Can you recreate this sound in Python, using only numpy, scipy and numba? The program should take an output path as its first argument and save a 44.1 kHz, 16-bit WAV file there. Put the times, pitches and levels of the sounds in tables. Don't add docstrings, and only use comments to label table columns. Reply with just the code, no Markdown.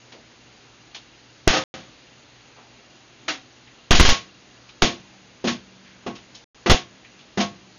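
import sys
import numpy as np
from scipy import signal
from scipy.io import wavfile
from scipy.ndimage import uniform_filter1d
from numba import njit

SR = 44100
rng = np.random.default_rng(int(sys.argv[2]) if len(sys.argv) > 2 else 0)


def wav_record(signal):
    frames = np.transpose(np.atleast_2d(signal))
    bounded = np.clip(frames, -1, 1)
    quanta = np.round(bounded * 32767).astype(np.int16)
    wavfile.write(sys.argv[1], SR, quanta)


def elevation(decibels):
    levels = np.asarray(decibels, float)
    return 10 ** (levels / 20)


N = 343274
CONTACT_MS = 4.14

# start_s, end_s
STALLS = [
    (1.6387, 1.7405),
    (6.443, 6.5458),
]


def room_time(s):
    return s - sum((end - start) * (s > start) for start, end in STALLS)


def add(out, s, x):
    i = int(s * SR)
    out[i:i + len(x)] += x[:N - i]


def on_log_axis(hz, table):
    table = np.array(table)
    return np.interp(np.log(hz), np.log(table[:, 0]), table[:, 1])


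def mode(t, hz, db, t60):
    return elevation(db) * np.sin(2 * np.pi * hz * t) * np.exp(-np.log(1000) * t / t60)


def blow_db(blow, hz):
    _, peak, bass, treble, _ = blow
    overdrive_db = 4
    colour = [(70, bass - 9), (250, bass), (800, bass / 2 - 3), (1500, 0), (4000, treble)]
    return peak + overdrive_db + on_log_axis(hz, colour)


def rings(blows, modes):
    ring_db, crack_db, crack_fall_s = -2.5, -1, 0.0039
    crack_len = 400
    out, t = np.zeros(N), np.arange(SR // 2) / SR
    chance = rng.standard_normal((len(blows), 2 * len(modes) + crack_len))
    contact = 1 - np.exp(-t / (CONTACT_MS * 0.00027))
    crack_shape = contact[:crack_len] * np.exp(-t[:crack_len] / crack_fall_s)
    for blow, luck in zip(blows, chance):
        ring = 0
        for k, (hz, db, t60) in enumerate(modes):
            detuned_hz = hz * (1 + 0.012 * luck[2 * k + 1])
            ring = ring + mode(t, detuned_hz, db + blow_db(blow, hz) + 2.5 * luck[2 * k], t60)
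        start = room_time(blow[0])
        add(out, start, elevation(ring_db) * ring * contact)
        add(out, start, elevation(crack_db + blow_db(blow, 5000)) * luck[-crack_len:] * crack_shape)
    return out


# start_s, peak_db, bass_db and treble_db (against the middle), decay_stretch (times)
SEAT = [(3.909, -6.5, -12.5, -6.5, 1), (3.948, -17, -6.5, 2, 1), (3.998, -8, -9, -3.5, 1),
        (4.051, -13, -8, -1.5, 1), (4.09, -11.5, -10, -1.5, 0.8), (4.82, -11.5, -1, -2, .88),
        (5.441, -28, 11, -3.5, 1), (5.472, -18.5, -8.5, -3.5, .78), (6.063, -30.5, 7, -14.5, 0.94),
        (6.66, -16.5, -1.5, -9.5, 0.83), (6.698, -5.5, -7.5, -2.5, 0.72), (6.715, -9, 4, -10.5, 0.32),
        (7.373, -20, 1, -9, 1), (7.402, -20.5, -5, -0.5, 0.66)]
# pitch_hz, level_db, t60_s
SEAT_MODES = [(135, -18.5, 0.27), (396, 3.5, 0.04), (500, -6, 0.094), (737.5, -6.5, 0.15),
              (1200, -6.5, 0.049), (1602, -14, 0.038), (1995, -10.5, 0.088), (2235, -14, 0.066),
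              (2800, -10.5, 0.13)]


def lid_on_seat():
    return rings(SEAT, SEAT_MODES)


# start_s, peak_db, bass_db and treble_db (against the middle), decay_stretch (times)
TANK = [
    (1.474, -12, -5.5, -6, 1.5),
    (1.529, -20.5, -6, -2, 0.72),
    (1.544, -19, -2.5, -7.5, 0.73),
    (1.564, -17.5, -6, -6.5, 0.66),
    (3.28, -17, -14.5, -6, 0.81),
]
# pitch_hz, level_db, t60_s
TANK_MODES = [(383, 1, 0.018), (656, -2.5, 0.13), (900, -5, 0.054), (1250, -13.5, 0.13),
              (1500, -10.5, 0.035), (1840, -18.5, 0.1), (2043, -10.5, 0.044)]


def lid_on_tank():
    return rings(TANK, TANK_MODES)


# start_s, level_db, centre_hz, length_ms
CRACKS = [
    (1.4766, -7.5, 2690, 2.5),
    (3.9083, -2, 2570, 0.97),
    (3.9976, -2, 1280, 2.5),
    (4.0014, -5, 2860, 1.5),
    (4.052, -7, 1500, 2.2),
    (4.0898, -3, 1002, 1.4),
    (4.8217, -5.5, 1200, 1.2),
    (6.6974, -6.5, 2140, 2),
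]


def edge_cracks():
    out, t = np.zeros(N), np.arange(600) / SR
    noises = rng.standard_normal((len(CRACKS), 600))
    for (s, db, hz, ms), noise in zip(CRACKS, noises):
        burst = signal.lfilter(*signal.iirpeak(hz, 1.2, SR), noise)
        add(out, room_time(s), elevation(db) * burst / burst.std() * np.exp(-(t * 1000 / ms) ** 2))
    return out


def porcelain(knocks, modes):
    out, t = np.zeros(N), np.arange(SR) / SR
    for s, blow, hardness, front in knocks:
        ring = 0
        for hz, t60, swell_ms, db, answer in modes:
            level = blow + db + hardness * np.log2(hz / 400) + front * answer
            ring = ring + mode(t, hz, level, t60) * (1 - np.exp(-t * 1000 / swell_ms))
        add(out, room_time(s), ring)
    return out


# start_s, level_db, hardness_db_per_octave, front_db (how far to the front)
BOWL = [(3.91, -16.5, 0, 0.5), (4.0, -24.5, 7.5, -6.5), (4.09, -24.5, 8, -5.0), (4.821, -15.0, 1.0, -0.5),
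        (5.443, -27, -11, -7.5), (5.474, -23.5, -5.5, -8.5), (6.066, -29.5, 1.5, -4.5), (6.662, -20, 1, 3),
        (6.7, -26, 10, 0), (7.375, -26.0, -6.5, 11), (7.404, -35, 14, 0.5)]
# pitch_hz, t60_s, swell_ms, level_db, front_answer (about -1 to 1)
BOWL_MODES = [(202.4, 0.28, 9, -1, 0.64), (238.7, .23, 8.6, 2, -0.67), (345, 0.3, 2.5, -2.5, 0.23),
              (693, 0.23, 8.1, -1, 0.99), (1098, .21, 41, -2.5, -1.1), (191, 1.94, 300, -25.5, 0.34)]


def bowl_ring():
    return porcelain(BOWL, BOWL_MODES)


# start_s, level_db, hardness_db_per_octave, front_db (how far to the front)
TANK_RING = [
    (1.476, -41, 4.0, -4),
    (1.53, -25.5, 2, 7.5),
    (1.56, -32, 4.5, 10.5),
    (3.232, -54.5, -5, -7),
    (3.285, -35, -4.5, -2.5),
]
# pitch_hz, t60_s, swell_ms, level_db, front_answer (about -1 to 1)
TANK_LONG = [(271.0, 0.35, 6.5, -7.5, -1.6), (306.3, 0.22, 5.0, 5.5, -0.15), (527, 0.3, 10, -3, 0.81),
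             (755.3, 0.32, 4.0, 2.0, 0.016), (1260.0, 0.26, 4.8, -2.5, -0.1)]


def tank_ring():
    return porcelain(TANK_RING, TANK_LONG)


def band_noise(hz):
    edges = [hz / 2 ** (1 / 6), hz * 2 ** (1 / 6)]
    band = signal.butter(2, edges, "bandpass", fs=SR, output="sos")
    x = signal.sosfilt(band, rng.standard_normal(N))
    return x / x.std()


# pitch_hz, t60_s
TAIL_T60 = [(100, 0.47), (300, 0.31), (1000, .27), (3000, 0.28), (6500, 0.26)]
# pitch_hz, level_db
TAIL_COLOUR = [(60, -17.5), (150, -7.5), (400, -5), (700, -2), (950, -2.5), (1350, -5.5), (2000, -3.5),
               (3200, 3), (5000, 0.5), (7000, 0)]


def tails(blows, level_db, shape):
    tail_db = -10
    out, t = np.zeros(N), np.arange(int(0.7 * SR)) / SR
    for hz in 63 * 2 ** (np.arange(22) / 3):
        power = np.zeros(N)
        for blow in blows:
            ms, stretch = shape(blow)
            rise = 1 - np.exp(-t / (max(ms, 0.3) / 1000 + 0.5 / hz))
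            t60 = max(stretch, 0.2) * on_log_axis(hz, TAIL_T60)
            fall = np.exp(-2 * np.log(1000) * t / t60)
            add(power, room_time(blow[0]), elevation(2 * level_db(blow, hz)) * rise ** 2 * fall)
        out += elevation(tail_db + on_log_axis(hz, TAIL_COLOUR)) * np.sqrt(power) * band_noise(hz)
    return out


def blow_shape(blow):
    return CONTACT_MS, blow[4]


def touch_db(touch, hz):
    _, peak, centre_hz, fall, _ = touch
    return peak - fall * abs(np.log2(hz / centre_hz))


def touch_shape(touch):
    contact_ms = touch[4]
    return contact_ms, 0.41 + 0.13 * np.log2(max(contact_ms, 0.3))


# start_s, peak_db,
# centre_hz, fall_db_per_octave, contact_ms
TOUCH = [(.121, -36, 2500, 4, 0.96), (.13, -34, 500, 5.5, 6.5), (.945, -28, 3300, 5, 2.8),
         (2.555, -30.5, 900, 8.5, 38), (3.671, -36, 2270, 27, 3.4), (4.542, -42, 1500, 17, 3),
         (4.689, -37.5, 2600, 7.5, 1), (5.84, -30.5, 1900, 13, 52), (6.063, -28.5, 2200, 5.5, 3.1),
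         (6.15, -36, 3000, 3.5, 5.4), (6.346, -33.5, 5200, 5.5, 2.2), (7.046, -30, 2200, 29.5, 1.4),
         (7.188, -40, 3000, 10, 6.8), (1.4705, -33, 500, 2, 3.6), (3.9045, -29, 500, 3.5, 3.7),
         (4.816, -34, 1500, 2.5, 3.3)]


def light_touches():
    return tails(TOUCH, touch_db, touch_shape)


# pitch_hz, level_db_per_hz
HISS = [(15, -50), (25, -24.5), (48, -9.5), (85, -12), (103, -14), (121, -4), (147, -10.5), (229, -11.5),
        (270, -5), (444, -12), (678, -12.5), (781, -13.5), (989, -15.5), (2730, -15), (7000, -18.5),
        (9100, -54), (15400, -120)]


def tape_hiss():
    hiss_db, waver_db = -51, 0.87
    dip_hz, dip_width_hz, dip_share = 5500, 800, 0.45
    hiss = 0
    for hz in 25 * 2 ** (np.arange(26) / 3):
        steps = np.repeat(rng.standard_normal(80), N // 80 + 1)[:N]
        waver = uniform_filter1d(steps, size=4000)
        hiss = hiss + elevation(on_log_axis(hz, HISS) + waver_db * waver) * np.sqrt(hz) * band_noise(hz)
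    hiss = hiss - dip_share * signal.lfilter(*signal.iirpeak(dip_hz, dip_hz / dip_width_hz, SR), hiss)
    return hiss * elevation(hiss_db) / hiss.std()


def narrow_noise(hz, width_hz):
    x = signal.lfilter(*signal.iirpeak(hz, hz / width_hz, SR), rng.standard_normal(N))
    return x / x.std()


# pitch_hz, level_db
HUM = [(240, -66.5)]


def mains_and_drive():
    mains_db, mains_fade_db_s = -63, -0.42
    whine_hz, whine_pulse_hz, whine_db = 2780, 18, -61
    t = np.arange(N) / SR
    hum = sum(elevation(db) * np.sqrt(2) * np.sin(2 * np.pi * hz * t) for hz, db in HUM)
    hum += elevation(mains_db + mains_fade_db_s * t) * np.sqrt(2) * np.sin(2 * np.pi * 120 * t)
    turn = np.sin(np.pi * whine_pulse_hz * t) ** 4
    whine = np.sin(2 * np.pi * whine_hz * t) + 0.7 * narrow_noise(whine_hz, 60)
    return hum + elevation(whine_db) * turn * whine


def scene():
    lid = lid_on_seat() + lid_on_tank() + edge_cracks()
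    fixtures = bowl_ring() + tank_ring()
    room = tails([*SEAT, *TANK], blow_db, blow_shape) + light_touches()
    background = tape_hiss() + mains_and_drive()
    return (lid + fixtures + room + background)[None]


@njit
def squeeze(x, top, power, attack, release):
    y, level = np.empty(len(x)), 0.
    for i in range(len(x)):
        a = abs(x[i])
        level += (a - level) * (attack if a > level else release)
        y[i] = x[i] * min(1., (top / (level + 1e-9)) ** power)
    return y


# start_s, length_ms, offset (share of full scale)
JUMPS = [(1.4746, 2.25, 0.59), (1.4763, 1.07, -0.59), (1.4773, 1.1, 0.58), (1.4789, 1.1, -0.45),
         (1.4814, 23, -.23), (3.9077, 3.5, -0.37), (3.9113, 25, .41), (3.949, 40, -0.37),
         (3.9988, 1.6, 0.71), (4.0036, 7.3, -0.6), (4.011, 22, 0.44), (4.051, 32, .35), (4.0892, 36, 0.41),
         (4.8257, 1.67, -0.52), (4.829, 19, -0.19), (6.698, 2.64, 0.51), (6.709, 7.3, 0.4),
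         (6.716, 2.6, -.5), (6.722, 24, 0.36)]


def off_centre_jumps():
    sag_s = 0.091
    t, offset = np.arange(N) / SR, np.zeros(N)
    for s, ms, size in JUMPS:
        add(offset, room_time(s), size * np.exp(-t[:int(ms * SR / 1000)] / sag_s))
    return uniform_filter1d(offset, size=14)


def stall(x):
    t = np.arange(N) / SR
    for start, end in STALLS:
        x = x * np.clip(abs(t - start) / 0.0004, 0, 1)
        x = np.insert(x, int(start * SR), np.zeros(int((end - start) * SR)))[:N]
    return x


def top_cut(x):
    return signal.sosfilt(signal.butter(12, 16970, fs=SR, output="sos"), x)


def record(dry):
    top_db, ratio, attack_s, release_s = -14.5, 1.68, 0.0022, 0.042
    clip, tape_top_hz = 0.76, 6832
    x = squeeze(dry[0], float(elevation(top_db)), 1 - 1 / ratio, 1 / (attack_s * SR), 1 / (release_s * SR))
    x = x + off_centre_jumps()
    x = signal.sosfilt(signal.ellip(10, 0.3, 75, tape_top_hz, fs=SR, output="sos"), x)
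    x = np.clip(x, -clip, clip)
    x = signal.sosfilt(signal.ellip(6, 0.5, 40, 15800, fs=SR, output="sos"), x)
    mix = stall(x)[None]
    return top_cut(mix)


dry = scene()
out = record(dry)
wav_record(out)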